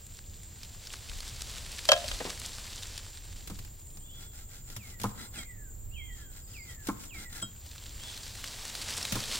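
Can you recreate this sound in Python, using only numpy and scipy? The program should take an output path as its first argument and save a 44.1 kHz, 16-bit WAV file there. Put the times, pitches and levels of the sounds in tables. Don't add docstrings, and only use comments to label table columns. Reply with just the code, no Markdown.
import sys
import numpy as np
from scipy import signal
from scipy.fft import rfft, irfft, next_fast_len
from scipy.io import wavfile
from scipy.ndimage import uniform_filter1d

SR = 44100
rng = np.random.default_rng(int(sys.argv[2]) if len(sys.argv) > 2 else 0)


def generate_wav(signal):
    frames = np.transpose(np.atleast_2d(signal))
    scaled = np.clip(frames, -1, 1) * 32767
    pcm = np.round(scaled).astype(np.int16)
    wavfile.write(sys.argv[1], SR, pcm)


N = 414099

# (s, sizzle dB)
HEAT = [(0, -60.5), (.4, -62), (1.1, -49.5), (1.7, -47), (2.25, -44.5), (2.95, -51.5), (3.6, -60), (3.8, -68), (4.3, -72.5), (7.3, -78), (7.65, -60.5), (8.1, -50.5), (8.5, -46.5), (9.05, -41.5), (9.39, -38.5)]
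FRYING = [(120, -17.5), (200, -3), (316, -7.5), (547, -5.5), (719, -7), (863, -6), (1360, -8.5), (1550, -7), (2540, -5),
          (3590, -2), (4390, -1.5), (6220, -4.5), (6810, -5.5), (7740, -5), (15800, -23)]
# (s, peak dB, pitch Hz)
SPITS = [(0.0662, -36, 7760), (0.4324, -36.5, 7300), (0.632, -30.5, 4830), (0.8712, -30.5, 5100), (1.2045, -27, 4450),
         (1.7903, -26.5, 3820), (1.8532, -22.5, 4610), (2.8324, -29.5, 4180), (2.8704, -35, 7200), (2.9782, -24.5, 4840),
         (3.1734, -33.5, 4200), (7.7806, -34, 3710), (8.4411, -24, 3070), (8.652, -28, 6050), (8.7515, -23, 4280),
         (9.028, -22.5, 5050), (9.0513, -18.5, 3660), (9.2833, -33, 6860)]
# (s, ring dB, clink dB)
LID = [(1.8891, -14.5, -9.5), (1.8913, -23, -12), (1.918, -14, -2.5), (1.932, -31, -13.5), (1.937, -26, -23.5), (1.963, -29, -26.5), (2.04, -35.5, -41), (2.1146, -51, -23)]
# (Hz, dB, t60 s)
POT = [(470, -15, .07), (517, -14, .1), (556, -5, .11), (615, 0, .12), (692, -16, .38), (726, -15, .1), (766, -12, .1), (1048, -14, .08), (1355, -13, .08), (1670, -11, .075), (2630, -19, .08), (3142, -4, .09), (3215, -10, .09)]
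RIM = [(1075, 89, -12), (1260, 180, -1), (1648, 23, -10.5), (2540, 71, -33), (3210, 196, 4.5), (4160, 110, -27),
       (4440, 300, -11), (5130, 180, -1.5), (5640, 74, -30), (5730, 110, -23), (6400, 240, 1), (7700, 78, -36),
       (8070, 130, -7), (9830, 110, -35), (10100, 160, -17), (11700, 66, -30), (13800, 150, -28)]
# (s, dB, t60 s)
SETTLE = [(2.203, -30.5, 0.1), (2.251, -30.5, 0.063), (2.262, -39.5, 0.31)]
SEAT = [(100, -6), (280, -9.5), (400, -3.5), (700, -7), (1400, -18.5), (2200, -14), (6000, -37.5)]  # (Hz, dB)
# (s, lead of the first wet touch s, thud dB, knock dB, wet smack dB)
BLOWS = [(3.499, 0.025, -31.5, -38, -36), (5.040, .006, -31, -22.5, -32), (6.886, .0155, -31, -22, -32), (7.424, .005, -37, -40.5, -40), (9.155, .033, -32, -27, -24.5)]
THUD = [(40, -1.5), (75, -16.5), (112, 14), (150, -10.5), (200, 3.5), (250, -18), (320, -11.5), (450, -25), (900, -34)]  # (Hz, dB)
KNOCK = [(180, -49), (300, 14), (364, -21), (463, 3), (618, -8.5), (809, -4.5), (1080, 1.5), (1200, -5), (1310, -2),
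         (2020, -22.5), (2230, -12), (2500, -26), (3000, -62), (3900, -61), (6600, -120)]
FIBRES = [(400, -8), (1400, -6.5), (4500, -3), (6500, -1), (9000, -4.5), (12000, -11), (15800, -7)]  # (Hz, dB)
BLADE = [(810, 62, -1), (1215, 120, -18), (1380, 42, 7.5), (1627, 58, 3), (2010, 170, 1.5), (3364, 49, 5.5), (3950, 190, 2.5), (4910, 60, 4.5), (5530, 100, -4), (8370, 330, 1)]  # (Hz, width Hz, dB)
# (s, dB)
TINGS = [(5.385, -38.5), (6.69, -47), (7.4243, -29.5)]
# (Hz, dB, t60 s)
STEEL = [(650, -10, .07), (1367, -6, .11), (3222, -2, .17), (3838, -18, .2), (5265, -14, .11), (7880, -1, .1), (8050, -6, .07), (8800, -7, .06), (9650, -13, .06)]
# (s, dB, left-right dB)
WHISTLES = [(4.775, -61, -7), (5.335, -56.5, -7), (5.938, -55.5, -7), (6.529, -55, -6), (7.093, -53.5, -6)]
# (s from start, Hz, dB)
FALL = [(0, 3483, -10), (.018, 2780, -1), (.04, 2420, 2), (.08, 2130, 3), (.135, 2092, -10.5), (.17, 1970, 3), (.225, 1830, -14), (.27, 1738, -6), (.36, 1495, -14), (.42, 1440, -39)]
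# (s, Hz, dB)
PIPES = [(3.995, 3520, -70), (4.077, 3450, -65), (5.913, 3275, -59), (7.984, 3500, -57.5)]
PIPE = [(0, .8, -4), (0.033, .91, 4), (0.064, 0.98, 8), (.12, 0.98, 9.5), (.15, .99, -48), (.2, 0.88, -28)]  # (s from start, share of pitch, dB)
# (first s, last s, spacing s, first Hz, last Hz, dB)
CHIPS = [(3.75, 4.017, .033, 9300, 8450, -61.5), (6.424, 6.614, .037, 5060, 5050, -60.5)]
SHRILL = [(5800, -46), (6500, -14), (6750, -20), (6950, 1), (7400, -4), (7600, 6), (7780, -13), (8200, -31)]
RUMBLE = [(12, -33), (20, 5), (38, -5.5), (81, -3), (118, -8), (135, -14), (195, -20), (242, -25), (269, -24),
          (500, -33), (650, -40), (1100, -120)]
HUSH = [(150, -5.5), (400, -2.5), (800, -6), (1500, -12.5), (3000, -16), (6000, -22), (9000, -20.5), (12500, -11), (14300, -5.5), (15500, -8.5)]
TOP_HZ = 15900
# (Hz, chirps a second, dB)
CRICKETS = [(7590, 11.5, -59), (7300, 13, -62), (7080, 9, -65), (6620, 8, -71)]
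# (Hz, dB, t60 s)
TABLE = [(203, 0, .16), (255, -7, .1), (325, -6, .08), (560, -9, .05), (1090, -3, .1), (1240, -7, .07)]
SPITS_PER_S, SPIT_OVER_DB, SPIT_HZ = 6, 13.5, 4300
REBOUND_S, REBOUND_DB, SQUEEZE_DB = .0115, -5, -4.5
# (s, dB)
SMACKS = [(3.589, -39.5), (3.648, -45), (3.971, -45.5), (4.7, -40.5), (4.764, -33.5), (4.999, -37), (5.015, -34)]
# (middle of the first stroke s, tearing dB, its growth dB per stroke, blade rub dB)
SLICES = [(4.22, -53.5, 0.72, -57.5), (6.201, -56, 1.5, -60)]
STROKE_EVERY_S, STROKE_LENGTH_S, ON_WOOD_DB = 0.16674, 0.17, 11.5
CHIP_SWELL_DB = 9
AIR_DB = -48
# (middle s, half-length s, dB, left-right dB)
GUSTS = [(1.13, 0.057, -44, 4), (1.5, .4, -48, 4), (2.13, 0.078, -42, 2), (3.46, 0.28, -44.5, -1), (5.987, 0.4, -45, -5.5)]
BLADE_SLIDE = .035
# (s, dB)
RASP = [(3.1, -63), (4.3, -59), (9.39, -57.5)]
# (Hz, dB)
RASP_COLOUR = [(11000, -35), (13000, -18), (14000, -3.5), (15700, -8)]
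RASP_HZ = 18.2
# (Hz, dB per Hz)
BUFFET = [(12, -22), (25, 2.5), (50, 0.5), (90, -7), (150, -23), (400, -50), (900, -120)]


def amp(db):
    return np.exp(np.asarray(db) * np.log(10) / 20)


def unit(x):
    return x / np.sqrt(np.mean(x ** 2) + 1e-20)


def along(points, hz):
    f, v = np.transpose(points)
    return np.interp(np.log(hz + 1), np.log(f + 1), v)


def curve(rows):
    return np.interp(np.arange(N) / SR, *np.transpose(rows))


def wobble(rate):
    knots = rng.standard_normal(N // 40)
    return np.interp(np.arange(N) * rate / SR, np.arange(len(knots)), knots)


def filtered(x, response):
    n = x.shape[-1]
    m = next_fast_len(n + 1024, real=True)
    return irfft(rfft(x.astype(np.float32), m) * response(np.fft.rfftfreq(m, 1 / SR)).astype(np.complex64), m)[..., :n]


def coloured(x, spectrum):
    return unit(filtered(x, lambda hz: amp(along(spectrum, hz))))


def pair(n, apart):
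    mid, side = rng.standard_normal((2, n))
    return unit(np.array([mid + apart * side, mid - apart * side]))


def placed(x, lead_ms, pan_db):
    sides = np.array([[.5], [-.5]])
    return amp(pan_db * sides) * filtered(x, lambda hz: np.exp(2j * np.pi * hz * sides * lead_ms / 10 ** 3))


def add(track, s, sound):
    room = track[..., max(round(s * SR), 0):][..., :sound.shape[-1]]
    room += sound[..., :room.shape[-1]]


def burst(spectrum, t60, attack, apart, size=8000):
    t = np.arange(size) / SR
    return coloured(pair(size, apart), spectrum) * amp(-60 * t / t60) * (1 - np.exp(-t / attack))


def ring(modes, spread, attack, size=10000):
    t = np.arange(size) / SR
    sides = np.array([[1], [-1]])
    return sum((-1) ** k * amp(db + rng.normal() - 60 * t / t60) * np.cos(2 * np.pi * hz * t + spread * sides * rng.normal())
               for k, (hz, db, t60) in enumerate(modes)) * (1 - np.exp(-t / attack))


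def outdoors(x, wet_db, t60):
    t = np.arange(SR // 2) / SR
    tail = rng.standard_normal((2, len(t))) * amp(-60 * t / t60) * (1 - np.exp(-t / 0.00607))
    return x + amp(wet_db) * signal.fftconvolve(x, tail / np.linalg.norm(tail[0]), axes=1)[:, :N]


def sizzle(rate=1500, size_db=4.5, grain_db=-3.5, fizz_db=-2.5, level_db=3.5):
    count = int(rate * N / SR)
    when, size, pitch, life = rng.random((count, 4)).T
    t = np.arange(96) / SR
    hz = 1300 * 9 ** pitch[:, None]
    strength = amp(size_db * np.minimum(-np.log(1 - size), 4))[:, None]
    pops = strength * np.cos(2 * np.pi * hz * t) * np.exp(-t * hz / (.2 + life[:, None]))
    grains = np.bincount(((when * N).astype(int)[:, None] + np.arange(len(t))).ravel(), pops.ravel())[:N]
    grains = coloured(grains, [(200, -0.5), (2000, -7.0), (6000, 1.0), (15000, 7.0)]) * amp(6.5 * wobble(110))
    mid = amp(grain_db) * coloured(grains, FRYING) + amp(fizz_db + wobble(35)) * coloured(rng.standard_normal(N), FRYING)
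    side = amp(-46) * coloured(rng.standard_normal(N), FRYING)
    surge_db = 1.4 * wobble(18)
    return amp(curve(HEAT) + level_db + surge_db) * np.array([mid + side, mid - side])


def spits(level_db=-4, t60=0.018, scatter_db=3, scatter_octaves=0.37):
    out = np.zeros((2, N))
    lesser = []
    for s in rng.uniform(0, N / SR, int(SPITS_PER_S * N / SR)):
        db = np.interp(s, *np.transpose(HEAT)) + SPIT_OVER_DB + scatter_db * rng.normal()
        lesser.append((s, db, SPIT_HZ * 2 ** (scatter_octaves * rng.normal())))
    for s, db, hz in list(SPITS) + lesser:
        colour = [(300, -20), (hz / 3, -12), (hz / 1.7, -8), (hz, 0), (hz * 1.5, -10), (15000, -23)]
        add(out, s, amp(db + level_db) * burst(colour, t60, attack=0.00016, apart=0.033, size=1000))
    return out


def lid(pot_db=-2, rim_db=-9, crack_db=-6):
    pot, edge = np.zeros((2, 2, N))
    rim = [(hz, db, 1.9 / width) for hz, width, db in RIM]
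    for s, ring_db, clink_db in LID:
        crack = burst([(300, -12.5), (600, 4), (1500, 2), (3200, 7.5), (5200, 0.0), (6500, -8), (8000, -12.5), (15000, -22.5)], t60=0.029, attack=.0001, apart=0.35, size=1500)
        add(pot, s, amp(ring_db + pot_db) * ring(POT, spread=0.11, attack=0.00033))
        add(edge, s, amp(clink_db + rim_db) * ring(rim, spread=0.8, attack=0.00013, size=2500))
        add(edge, s, amp(clink_db + crack_db) * crack)
    for s, db, t60 in SETTLE:
        add(pot, s, amp(db) * burst(SEAT, t60, attack=0.00059, apart=.2))
    return outdoors(placed(pot, lead_ms=0.1, pan_db=1.5) + placed(edge, lead_ms=0.17, pan_db=-0.5), wet_db=-22, t60=0.87)


def block(table_db=-4, touch_thud_db=-4):
    out = np.zeros((2, N))
    touches = list(SMACKS)
    for s, lead, thud_db, knock_db, smack_db in BLOWS:
        touches += [(s - lead, smack_db), (s, smack_db + SQUEEZE_DB)]
        for when, loss_db in [(s, 0), (s + REBOUND_S, REBOUND_DB)]:
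            add(out, when, amp(thud_db + loss_db - 5.0) * burst(THUD, t60=0.25, attack=0.0041, apart=0.051))
            add(out, when, amp(knock_db + loss_db + table_db) * ring(TABLE, spread=.03, attack=0.0083))
            add(out, when, amp(knock_db + loss_db) * burst(KNOCK, t60=0.051, attack=0.0017, apart=0.11))
    for s, db in touches:
        add(out, s, amp(db) * burst([(600, 3.5), (1800, 2.5), (4200, 3.5), (6500, 3.5), (9000, 0.5), (15000, -1)], t60=0.056, attack=.0002, apart=0.92, size=2000))
        add(out, s, amp(db + touch_thud_db) * burst(THUD, t60=0.18, attack=0.0045, apart=0.037))
    return outdoors(placed(out, lead_ms=0.11, pan_db=0.5), wet_db=-11.5, t60=0.76)


def cleaver(grain_db=3.5, wood_db=-5):
    tear, rub = strokes()
    tings = np.zeros((2, N))
    clumps = 1.6 * wobble(70)
    slips = amp(grain_db * wobble(500) + clumps)
    blade = lambda f: sum((-1) ** k * amp(db) * 1j * f * w / (c * c - f * f + 1j * f * w) for k, (c, w, db) in enumerate(BLADE))
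    travel = np.cumsum(1 + BLADE_SLIDE * np.sin(np.pi * (np.arange(N) / SR - SLICES[0][0]) / STROKE_EVERY_S))
    scrape = np.array([np.interp(travel, np.arange(N), side) for side in filtered(slips * pair(N, apart=0.48), blade)])
    for s, db in TINGS:
        add(tings, s, amp(db) * ring(STEEL, spread=0.79, attack=0.00093))
    sawing = tear * coloured(slips * pair(N, apart=0.72), FIBRES) + rub * unit(scrape)
    wood = amp(wood_db) * rub * coloured(pair(N, apart=0.05), [(100, -4), (220, 3), (320, -4), (600, -19), (1200, -21.5)])
    return placed(sawing + tings + wood, lead_ms=0.093, pan_db=1.0)


def note(shape, waver):
    s, hz, db = np.transpose(shape)
    t = np.arange(int(s[-1] * SR)) / SR
    pitch = uniform_filter1d(np.interp(t, s, hz), size=300) * (1 + waver * unit(uniform_filter1d(rng.standard_normal(len(t)), size=200)))
    return np.sqrt(2) * amp(np.interp(t, s, db)) * np.sin(2 * np.pi * np.cumsum(pitch) / SR)


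def birds():
    near, far, small = np.zeros((2, N)), np.zeros(N), np.zeros(N)
    for s, db, pan_db in WHISTLES:
        add(near, s, amp(db) * placed(note(FALL, waver=0.0085), lead_ms=0.025, pan_db=pan_db))
    for s, hz, db in PIPES:
        add(far, s, amp(db) * note([(t, share * hz, level) for t, share, level in PIPE], waver=.012))
    for first, last, spacing, first_hz, last_hz, run_db in CHIPS:
        for part in np.linspace(0, 1, round((last - first) / spacing) + 1):
            s, db = first + part * (last - first), run_db - CHIP_SWELL_DB * (1 - part) ** 2
            hz = first_hz + (last_hz - first_hz) * part ** 3
            add(small, s, amp(db) * note([(0, hz + 250, -18.5), (.008, hz, 1), (.024, hz - 480, 2.5), (.036, hz - 900, -22)], waver=.012))
    return (outdoors(near, wet_db=-6.5, t60=0.53)
            + outdoors(placed(far, lead_ms=0.098, pan_db=-0.5), wet_db=-3, t60=0.98)
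            + outdoors(placed(small, lead_ms=-0.033, pan_db=5), wet_db=-2.5, t60=.25))


def insects(chorus_db=-58):
    chorus = amp(chorus_db + 1.6 * wobble(14)) * coloured(pair(N, apart=0.68), SHRILL)
    near = 0
    for hz, rate, db in CRICKETS:
        cycle = np.cumsum(rate * (1 + 0.173 * wobble(5))) / SR % 1
        pitch = hz * (1 - 0.025 * cycle ** 3 + 0.0053 * wobble(300))
        near = near + amp(db) * unit(np.sin(np.pi * cycle) * amp(2.4 * wobble(6.9)) * np.sin(2 * np.pi * np.cumsum(pitch) / SR))
    return chorus + placed(near, lead_ms=0.048, pan_db=-2.5)


def air(hush_db=-60):
    t = np.arange(N) / SR
    sides = np.array([[.5], [-.5]])
    gusts = sum(amp(db + pan_db * sides) * np.exp(-np.minimum(((t - s) / half) ** 2, 20)) for s, half, db, pan_db in GUSTS)
    buffet = gusts * coloured(pair(N, apart=0.3), BUFFET)
    rumble = amp(AIR_DB + 0.9 * wobble(10)) * coloured(pair(N, apart=0.14), RUMBLE)
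    return rumble + buffet + amp(hush_db) * coloured(pair(N, apart=0.69), HUSH)


def strokes(count=8):
    tear, rub = np.zeros((2, N))
    speed = np.abs(np.sin(np.linspace(0, np.pi, int(STROKE_LENGTH_S * SR)))) ** 1.48
    for first, tear_db, growth_db, rub_db in SLICES:
        for k in range(count):
            start = first + k * STROKE_EVERY_S - STROKE_LENGTH_S / 2
            add(tear, start, amp(tear_db + k * growth_db) * speed)
            add(rub, start, amp(rub_db + ON_WOOD_DB * (k >= count - 2)) * speed)
    return tear, rub


def bush_cricket(pulse_db=2.5, pan_db=7):
    wings = np.sin(2 * np.pi * np.cumsum(RASP_HZ * (1 + .05 * wobble(4))) / SR)
    rasp = amp(curve(RASP) + pulse_db * wings) * coloured(pair(N, apart=1.0), RASP_COLOUR)
    return rasp * amp(pan_db * np.array([[.5], [-.5]]))


def scene():
    return sizzle() + spits() + lid() + block() + cleaver() + birds() + insects() + bush_cricket() + air()


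def record(dry):
    held = dry / (1 + np.abs(dry / .9) ** 6) ** (1 / 6)
    return filtered(held, lambda hz: hz < TOP_HZ)


dry = scene()
out = record(dry)
generate_wav(out)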